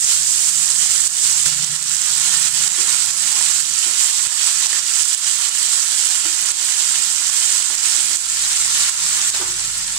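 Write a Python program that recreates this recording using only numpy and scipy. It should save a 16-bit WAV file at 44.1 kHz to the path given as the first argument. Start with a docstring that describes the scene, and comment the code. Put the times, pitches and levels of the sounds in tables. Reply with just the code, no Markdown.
"""Chopped vegetables sizzle in a frying pan on a gas stove, close to the microphone and to the right, in a small
kitchen. Thousands of tiny decaying sine bursts make the steam bubbles; short, loud ones make the spitting drops.
Wet pieces rub and flop; a plate set down on a burner and a wooden spatula scrape and knock, as friction noise
and ringing modes. Filtered noise makes the low flame and stove hum, wavering sines a faint drone, single
pulses some dull thumps. A peak limiter pulls the whole mix down at loud spits and lets it creep back."""
import sys
import numpy as np
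from scipy import signal
from scipy.fft import rfft, irfft
from scipy.io import wavfile
from scipy.ndimage import uniform_filter1d, minimum_filter1d

SR = 44100
rng = np.random.default_rng(int(sys.argv[2]) if len(sys.argv) > 2 else 0)


def bounce(signal):
    """Save signal as a 16-bit WAV file at the path given by the first command-line argument."""
    frames = np.transpose(np.atleast_2d(signal))
    limited = np.clip(frames, -1, 1)
    pcm = np.round(limited * 32767).astype(np.int16)
    wavfile.write(sys.argv[1], SR, pcm)


N = 440118
TIME = np.arange(N) / SR


def gain_of(db):
    """Decibels to a factor."""
    return 10 ** (np.asarray(db) / 20)


def evened(x):
    """Scales to rms 1; a stereo pair by its right channel."""
    return x / np.sqrt(np.mean(np.atleast_2d(x)[-1] ** 2) + 1e-20)


def read(points, hz):
    """Reads a frequency table on a log-frequency axis."""
    table_hz, value = np.transpose(points)
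    return np.interp(np.log(hz + 1), np.log(table_hz), value)


def curves(rows):
    """The columns of a time table, sample by sample."""
    s, *columns = np.transpose(rows)
    return [np.interp(TIME, s, column) for column in columns]


def add(mix, s, sound):
    """Mixes a sound in at s seconds."""
    part = mix[..., max(round(s * SR), 0):][..., :sound.shape[-1]]
    part += sound[..., :part.shape[-1]]


def colour(x, spectrum, size=4096):
    """Minimum-phase filter with the given gains, so that clicks keep their sharp front."""
    log_gain = np.log(gain_of(read(spectrum, abs(np.fft.fftfreq(size, 1 / SR)))))
    response = np.exp(np.conj(signal.hilbert(log_gain)))
    taps = np.fft.ifft(response).real[:size // 2]
    return signal.oaconvolve(np.atleast_2d(x), taps[None], axes=1)[:, :N]


def ring(modes, tilt_db=0, free=1, uneven_db=3.0, size=30000):
    """Dying modes after one blow, peak 1; each blow lands on another spot and weights them anew."""
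    t, out = np.arange(size) / SR, 0
    spots = rng.standard_normal((len(modes), 2))
    for (hz, db, t60), (spot, side) in zip(modes, spots):
        decay = np.exp(-np.log(1000) * t / (t60 * max(free, .05)))
        strength = gain_of(db + tilt_db * np.log2(hz) + uneven_db * spot) * np.sign(side)
        out = out + strength * decay * np.sin(2 * np.pi * hz * t)
    return out / abs(out).max()


# how long the small tiled kitchen rings: pitch_hz [Hz], t60_s [s]
KITCHEN_DECAY = [(150, 0.79), (1000, 0.36), (5000, 0.31), (15000, 0.078)]


def kitchen(x, wet_db, count=4):
    """Adds the tiled room: sparse reflections dying by band, the sound turning among several sets of them."""
    shape = (count, 2, SR // 3)
    signs = rng.choice([-1., 1.], shape)
    taps = signs * (rng.random(shape) < .06) * (TIME[:SR // 3] > .002)  # none in the first 2 ms
    hz, t, bands = signal.stft(taps, SR, nperseg=256)
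    decay = gain_of(-60 * t / read(KITCHEN_DECAY, hz)[:, None])
    tails = signal.istft(bands * decay, SR, nperseg=256)[1]
    out = x
    for k, tail in enumerate(tails):
        share = np.cos(np.pi * (9 * TIME + k / count)) * np.sqrt(2 / count)  # the squares sum to 1
        tail = tail / np.linalg.norm(tail[0])
        out = out + gain_of(wet_db) * signal.oaconvolve(np.atleast_2d(x * share), tail, axes=1)[:, :N]
    return out


def bubbles(low_hz, high_hz, cycles, spread_db, clump_db, clump_s, lag_s, count, size):
    """Tiny bursts, each a few cycles at its own pitch and place; they swell in clumps, most small, a few large."""
    when, pitch, life, place, strength = rng.random((count, 5)).T[:, :, None]
    hz, t = low_hz + (high_hz - low_hz) * pitch, np.arange(size) / SR
    at = (when * (N - 1)).astype(int)
    keep = np.exp(-1 / (clump_s * SR))
    clumps = evened(signal.lfilter([1], [1, -keep], rng.standard_normal(N)))
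    loud_db = spread_db * np.minimum(-np.log(1 - strength), 5) + clump_db * clumps[at]
    decay = np.exp(-t * hz / (cycles * (.5 + life)))
    grains = gain_of(loud_db) * np.sqrt(hz) * np.sin(2 * np.pi * hz * t) * decay
    lag = (lag_s * SR * (.25 + 1.5 * place)).astype(int)  # the left side hears it later
    return np.array([np.bincount((at + d + np.arange(size)).ravel(), grains.ravel(), N)[:N] for d in (lag, 0)])


# the food is tipped in, jolted or pushed by the spatula; it rubs, and its wet sides flare on the hot metal:
# start_s [s], length_s [s], rub_change_db [dB], fizz_change_db [dB]
FOOD_PUSHES = [(0.016, 0.12, 5, 4.5), (0.283, 0.21, 1.5, 1.5), (.67, 0.34, 1, 0), (1.451, .02, 6.5, 6),
               (1.51, .03, 4.5, 2), (1.72, 0.31, -1.5, 0.5), (2.15, 0.3, 3.5, 2.5), (2.462, 0.51, 4, 2),
               (3.163, 0.41, 4, 2), (3.725, .16, 3.5, 2), (3.95, .11, 4, 4.5), (4.087, 0.44, 3, 2),
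               (4.562, .19, 4.5, 3), (4.897, 0.19, 1, 4), (5.232, 0.047, 0.5, 1.5), (5.4, 0.4, 0.5, 2),
               (5.88, 0.24, 1.5, 2.5), (6.405, 0.1, 1.5, 0), (6.57, 0.45, 1.5, 1), (7.223, 0.44, 2.5, 2.5),
               (7.742, 0.27, 3.5, 3), (8.07, .13, 2, 3), (8.34, .27, 1.5, 1.5), (8.662, .22, 4, 2),
               (9.08, .13, 1, -0.5), (9.326, 0.036, 7, 3.5)]
PUSH_RISE, PUSH_RELEASE_S = 0.5, 0.072  # builds over this share of its length, holds, then dies away


def pushing():
    """How far the pushes shift the rubbing and the fizz at each moment, in dB."""
    rub_db, flare_db = np.zeros(N), np.zeros(N)
    for start, length, rub, flare in FOOD_PUSHES:
        corners = [0, PUSH_RISE * length, length, length + PUSH_RELEASE_S]
        shape = np.interp(TIME - start, corners, [0, 1, 1, 0])
        rub_db, flare_db = rub_db + rub * shape, flare_db + flare * shape
    return rub_db, flare_db


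FLUTTER_DB, FLUTTER_HZ = .5, 22.02  # small random surges of the boiling: rms depth and fastest rate


def flutter(count=30):
    """Random wavering of rms 1, from sines over the two octaves below FLUTTER_HZ."""
    t = TIME[::64]
    rates = FLUTTER_HZ / 2 ** (2 * rng.random(count))
    waves = sum(np.sin(2 * np.pi * (hz * t + rng.random())) for hz in rates)
    return evened(np.interp(TIME, t, waves))


# the frying between pushes; it slowly cools as the food is turned:
# start_s [s], fizz_db [dB], sputter_db [dB], settling_pieces_db [dB]
SIMMER_LEVELS = [(0, -14.5, -26.5, -40), (1.3, -10.5, -21.5, -35), (1.7, -16, -23, -36.5),
                 (2.4, -13, -22, -34), (3.7, -15.5, -25, -38), (4.6, -15.5, -22.5, -36),
                 (7.7, -15, -23.5, -36), (8.3, -17, -25, -37), (9.25, -14.5, -23.5, -32.5),
                 (9.5, -20, -28, -38), (9.98, -20.5, -28, -37)]
SPUTTER_PER_RUB, SPUTTER_PER_FLARE = 0.72, 0.24  # juice pressed out by a push: dB of sputter per dB of each


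def frying_levels():
    """Levels of fizz, sputter and rubbing in dB: the simmer, shifted by each push, with random surges."""
    fizz_db, sputter_db, settling_db = curves(SIMMER_LEVELS)
    rub_db, flare_db = pushing()
    surge_db = FLUTTER_DB * flutter()
    juice_db = SPUTTER_PER_RUB * rub_db + SPUTTER_PER_FLARE * flare_db + FLUTTER_DB * flutter()
    return fizz_db + flare_db + surge_db, sputter_db + juice_db + surge_db, settling_db + rub_db + surge_db


# colour given to the fine bubbles: pitch_hz [Hz], gain_db [dB]
FIZZ_COLOUR = [(2500, -49), (4800, -14), (5600, -12.5), (6300, -8.5), (7200, -4), (7800, -1), (8500, -4.5),
               (9500, -11), (10200, -17.5), (11000, -23), (13000, -25), (15500, -40.5)]
# smooth steam hiss under the bubbles: pitch_hz [Hz], relative_density_db [dB per Hz]
STEAM_COLOUR = [(3000, -27.5), (5500, -12.5), (7000, 1), (7800, 2), (8600, -3), (9500, -8.5),
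                (11000, -18.5), (13000, -18), (15500, -21.5)]


def fizz():
    """Fine bubbles burst at high pitches over a smooth noise of steam."""
    fine = bubbles(4430, 12630, cycles=1.8, spread_db=2.5, clump_db=1.07, clump_s=0.0021,
                   lag_s=.00018, count=70000, size=56)
    fine = evened(kitchen(colour(fine, FIZZ_COLOUR), wet_db=-5.5))
    steam = evened(colour(rng.standard_normal((2, N)), STEAM_COLOUR))
    return evened(fine + gain_of(-6.5) * steam)


# colour given to the larger, wetter bubbles: pitch_hz [Hz], gain_db [dB]
SPUTTER_COLOUR = [(600, -38), (1500, -15.5), (2300, -9), (3000, -3), (3600, -2.5), (4400, -1), (5300, -2),
                  (6200, -2), (8000, -34), (15000, -63)]


def sputter():
    """Larger bubbles burst in the juice, lower and longer than the fizz."""
    large = bubbles(1254, 7470, cycles=1.5, spread_db=2.5, clump_db=0.4, clump_s=0.0039,
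                    lag_s=.00017, count=40000, size=112)
    return evened(kitchen(colour(large, SPUTTER_COLOUR), wet_db=-2.0))


# drops of water spitting in the oil: start_s [s], peak_db [dB, before the room and the sides], pitch_hz [Hz]
WATER_SPITS = [(1.077, 8, 7520), (1.435, 1.5, 7840), (1.547, 3.5, 7700), (1.647, 4.5, 7040),
               (1.764, 6, 8000), (1.827, 4, 7700), (1.968, 1.5, 7200), (2.019, 3, 7620), (2.485, 2.8, 7800),
               (2.681, 6, 7580), (3.111, 3, 7500), (4.271, 6, 7800), (4.669, 4.5, 5800), (4.795, 4, 6060),
               (5.022, 2, 9100), (5.054, 1.5, 8100), (5.149, 6, 7800), (5.494, 3, 7800), (6.519, 5, 8100),
               (7.593, 2.5, 8100), (7.628, 4, 7550), (7.753, 4.5, 7820), (8.16, 3.5, 7950),
               (8.171, 5.5, 6870), (8.897, 7.5, 7500), (9.216, 3.5, 6670), (9.302, 6, 7430)]
POP_DB, POP_SPREAD_DB, POP_HZ = 11, 1.5, 7340  # lesser drops: peak above the fizz level, scatter, middle pitch


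def spits(fizz_db, ring_s=0.00031, size=128, count=110):
    """A drop flashes to steam: one short, loud burst. Lesser drops pop at random."""
    out, u = np.zeros((2, N)), TIME[:size] / ring_s * 2
    pops = []
    for when, force, pitch in rng.random((count, 3)):
        pop_db = fizz_db[int(when * N)] + POP_DB + POP_SPREAD_DB * (2 * force - 1)
        pops.append((when * N / SR, pop_db, POP_HZ * 2 ** (pitch - .5)))
    for s, db, hz in WATER_SPITS + pops:
        wave = np.sin(2 * np.pi * hz * TIME[:size] + rng.uniform(0, 2 * np.pi))
        burst = gain_of(db) * u * np.exp(1 - u) * wave
        add(out[1], s, burst)
        add(out[0], s + 6 / SR, burst)  # the left side hears it 6 samples later
    return kitchen(out, wet_db=-13)


# gain of the hiss at the far, left side of the microphone: start_s [s], left_gain_db [dB, besides its colour]
LEFT_LEVEL = [(0, -10), (.7, -15.5), (1.2, -12), (2.0, -15), (5.1, -15), (8.2, -14), (8.3, -9), (9.98, -8)]
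# colour of the hiss on that side: pitch_hz [Hz], gain_db [dB]
LEFT_COLOUR = [(1500, 9.5), (2300, 11), (3000, 4.5), (4200, 7), (5400, 6.5), (7000, 2), (7800, -0.5),
               (8600, 0.5), (9500, 0), (11000, 8), (13000, 1.5), (15500, 9)]


def sizzle(fizz_db, sputter_db):
    """Fizz, sputter and spits from the right; the left side is shaded from the pan."""
    hiss = gain_of(fizz_db) * fizz() + gain_of(sputter_db) * sputter()
    left, right = hiss + spits(fizz_db) * gain_of([[-3], [0]])
    return np.array([colour(left, LEFT_COLOUR)[0] * gain_of(curves(LEFT_LEVEL)[0]), right])


# colour given to the rubbing: pitch_hz [Hz], gain_db [dB]
RUBBING_COLOUR = [(120, -30), (300, -16), (500, -19.5), (700, -11), (900, -4.5), (1100, -1.5), (1350, -0.5),
                  (1800, 1), (2300, -1.5), (3000, -14), (6000, -43)]
# modes of the loaded pan, rung here and by the knocks: pitch_hz [Hz], level_db [dB], t60_s [s, undamped]
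LOADED_PAN = [(317.7, -4.5, 0.31), (265, -18, 0.11), (359, -10.5, 0.3), (410, -17, 0.16), (585, -17, 0.056),
              (775, -0.5, 0.041), (893, 1, 0.06), (1052, -4, 0.13), (1165, -8, 0.11), (1333, -2, 0.21),
              (1419, 7, 0.056), (1710, -1, 0.11), (1883, -8, 0.23), (2140, 2, 0.055)]


def stirring(rub_db):
    """Sticky slips of wet pieces: some heard directly, a little louder on the right, others through the ringing
    pan, alike on both sides."""
    slips, on_metal = [bubbles(280, 2970, cycles=0.86, spread_db=3.0, clump_db=1.4, clump_s=0.0053,
                               lag_s=.00006, count=16000, size=256) for _ in range(2)]
    body = evened(signal.oaconvolve(on_metal[1], ring(LOADED_PAN, uneven_db=0.4))[:N])
    direct = evened(kitchen(slips, wet_db=-1)) * gain_of([[-4], [0]])
    rub = colour(direct + gain_of(-11) * body, RUBBING_COLOUR)
    return gain_of(rub_db) * evened(rub)


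# colour of the gas flame: pitch_hz [Hz], relative_density_db [dB per Hz]
FLAME_COLOUR = [(15, 3), (40, -1), (65, -1), (100, 0.5), (150, 1), (200, 1.5), (240, -7.5), (320, -16),
                (500, -17), (1500, -36)]
FLAME_DB, FLAME_FOLLOWS = -60, 0.28  # mean level, and the share of the hum's swells that it follows


def flame_rumble(hum_db):
    """The gas flame: low noise, mostly shared by both sides with a little of its own on each."""
    noise = rng.standard_normal(N) + 0.27 * rng.standard_normal((2, N))
    level_db = FLAME_DB + FLAME_FOLLOWS * (hum_db - hum_db.mean())
    return gain_of(level_db) * evened(colour(noise, FLAME_COLOUR, size=16384))


# the stove top humming over the flame: pitch_hz [Hz], width_hz [Hz], level_db [dB]
HUM_RESONANCES = [(125.6, 12.7, -3), (152.9, 11, -0.5), (179, 7.2, -1)]
# how that hum swells: start_s [s], level_db [dB]
HUM_SWELLS = [(0, -55), (1.35, -50), (1.55, -45.5), (2.0, -52), (2.45, -48), (3.5, -54.5), (4.0, -59.5),
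              (5.6, -62), (7.7, -60.5), (8.5, -56), (9.98, -55.5)]


def stove_hum(hum_db):
    """Noise through narrow resonances of the stove top, alike on both sides."""
    f = np.fft.rfftfreq(N, 1 / SR)
    resonances = sum(gain_of(db) / (1 + 2j * (f - hz) / width) ** 2 for hz, width, db in HUM_RESONANCES)
    return gain_of(hum_db) * evened(irfft(rfft(rng.standard_normal(N)) * resonances, N))


# a faint low drone that comes and goes: start_s [s], end_s [s], pitch_hz [Hz], level_db [dB]
DRONE_SPANS = [(0, 0.347, 76.7, -57.5), (.88, 1.12, 76.5, -55), (1.216, 1.442, 76.5, -54),
               (8.07, 9.36, 67.5, -56.5), (9.24, 9.86, 97, -51.5), (9.33, 10.1, 38, -51),
               (9.394, 10.1, 57, -66), (9.45, 9.8, 159, -55.5), (9.72, 10.1, 199, -57.5),
               (9.78, 10.102, 120, -57)]


def drone():
    """Faint low sines that fade in and out, their phase wavering slowly."""
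    out = np.zeros(N)
    for start, end, hz, db in DRONE_SPANS:
        t = np.arange(0, end - start, 1 / SR)
        waver = .5 * np.sin(2 * np.pi * (2.4 * t + rng.random()))
        tone = np.sin(2 * np.pi * hz * t + waver) * signal.windows.tukey(len(t), .3)
        add(out, start, gain_of(db) * evened(tone))
    return out


# wet pieces tumbling over: start_s [s], peak_db [dB, before the room and the sides], pitch_hz [Hz]
WET_SLAPS = [(1.46, -17, 1550), (2.881, -18, 1420), (3.41, -19, 1380), (4.73, -16, 1420),
             (5.056, -21, 1420), (5.55, -23, 1810), (9.343, -15, 2330), (9.414, -18.5, 1180)]


def slaps(ring_s=0.0037, size=1500):
    """Pieces flop onto the oily metal with a short wet smack: eight dying sines around one pitch."""
    out, t = np.zeros(N), TIME[:size]
    for s, db, hz in WET_SLAPS:
        pitches = hz * rng.uniform(.65, 1.45, 8)
        tones = sum(np.sin(2 * np.pi * (f * t + rng.random())) for f in pitches)
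        smack = tones * np.exp(-t / ring_s)
        add(out, s, gain_of(db) * smack / abs(smack).max())
    return kitchen(out, wet_db=-7) * gain_of([[-3], [.5]])


# soft, dull low thumps, as from handling the microphone or setting down a plate:
# start_s [s], level_db [dB], length_s [s]
LOW_THUMPS = [(1.460, -26, .002), (4.271, -27, .0022), (9.343, -31, .0012), (9.358, -35, .002)]


def thumps():
    """Soft, dull low thumps: one quick swing and a slower one back, dry and alike on both sides."""
    out = np.zeros(N)
    for s, db, length in LOW_THUMPS:
        u = TIME[:SR // 20] / length
        add(out, s, gain_of(db) * (1 - u) * np.exp(-u) * np.tanh(4 * u) * 2)
    return out


# short hard scrapes of plate and spatula:
# start_s [s], level_db [dB, before the fade, room and sides], length_s [s], low_hz [Hz], high_hz [Hz]
HARD_SCRAPES = [(1.46, -27.5, .025, 250, 6000), (2.777, -38.5, .065, 310, 440),
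                (3.868, -42.5, .04, 280, 800), (7.699, -39, .04, 260, 1100), (9.34, -26, 0.03, 250, 5000),
                (9.392, -33.5, 0.049, 335, 425), (9.409, -32, 0.038, 600, 1400)]


def scrapes():
    """A hard edge skids: a burst of friction noise that starts at once and dies quickly."""
    out, t = np.zeros((2, N)), TIME[:SR // 4]
    for s, db, length, low_hz, high_hz in HARD_SCRAPES:
        friction = rng.standard_normal(len(t)) + 1.05 * rng.standard_normal((2, len(t)))
        band_filter = signal.butter(2, [low_hz, high_hz], "band", fs=SR, output="sos")
        band = signal.sosfilt(band_filter, friction)
        add(out, s, gain_of(db) * evened(band) * np.exp(-(t / length) ** 2))
    return kitchen(out, wet_db=-9.5) * gain_of([[-3], [0]])


# plate set down on the burner, stove shaken by the pan: start_s [s], peak_db [dB, before a 1.5 dB lift]
BURNER_BUMPS = [(1.461, -25.5), (1.584, -36), (1.701, -37.5), (2.331, -38)]
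# modes of the steel stove top: pitch_hz [Hz], level_db [dB], t60_s [s]
STOVE_TOP = [(134, -13, .5), (148.1, 4.5, 0.81), (170, -8, 0.52), (256, -13, .1), (420, -22, .07),
             (810, -10, .1), (980, -9, .1), (1380, -1, .15)]


def stove_booms():
    """The plate and the pan set the stove top booming; close to the microphone, so nearly dry."""
    stove = np.zeros(N)
    for s, db in BURNER_BUMPS:
        add(stove, s, gain_of(db) * ring(STOVE_TOP, uneven_db=3))
    return kitchen(gain_of(1.5) * stove, wet_db=-18)


# spatula against the pan: start_s [s], peak_db [dB, dry left side], hardness_db [treble tilt, dB per octave],
# free [share of the ring time that the blade leaves undamped]
SPATULA_KNOCKS = [(1.959, -45, 0, .5), (2.78, -34, -1, 0.62), (2.81, -36, 0, 0.45), (3.066, -45, 2, .5),
                  (3.863, -28.5, -2, 0.97), (3.971, -45, 0, .6), (4.595, -43, -3, .7),
                  (6.253, -25, -4, 0.95), (7.700, -24, 0.5, 0.62), (7.981, -38, -7.5, 0.6),
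                  (8.108, -28, 0, 0.97), (8.771, -33, 0, .5), (9.344, -35, -2, 0.61),
                  (9.416, -29.5, -3.5, .7)]


def knocks():
    """The spatula strikes the pan and rings its modes; close to the microphone, so nearly dry."""
    pan = np.zeros(N)
    for s, db, hardness_db, free in SPATULA_KNOCKS:
        add(pan, s, gain_of(db) * ring(LOADED_PAN, hardness_db, free, uneven_db=0.5))
    return kitchen(pan * gain_of([[0], [3]]), wet_db=-18)


def scene():
    """The frying, the stove and everything that touches them."""
    fizz_db, sputter_db, rub_db = frying_levels()
    hum_db = curves(HUM_SWELLS)[0]
    food = sizzle(fizz_db, sputter_db) + stirring(rub_db) + slaps()
    low = flame_rumble(hum_db) + stove_hum(hum_db) + drone() + thumps()
    return food + low + scrapes() + stove_booms() + knocks()


EDGE_HZ = 15750  # top of the recorder's band


def record(dry, ceiling_db=-0.3, recovery_db_per_s=45):
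    """A peak limiter drops the gain at once and lets it creep back; then the band limit."""
    peak_db = 20 * np.log10(abs(dry).max(0) + 1e-9)
    fall_db = TIME * recovery_db_per_s
    held_db = np.maximum.accumulate(peak_db + fall_db) - fall_db
    over_db = np.maximum(held_db - ceiling_db, 0)
    gain_db = uniform_filter1d(minimum_filter1d(-over_db, size=41), size=41)
    edge = signal.firwin(511, EDGE_HZ, window=("kaiser", 9), fs=SR)
    return signal.oaconvolve(dry * gain_of(gain_db), edge[None], "same")


dry = scene()
out = record(dry)
bounce(out)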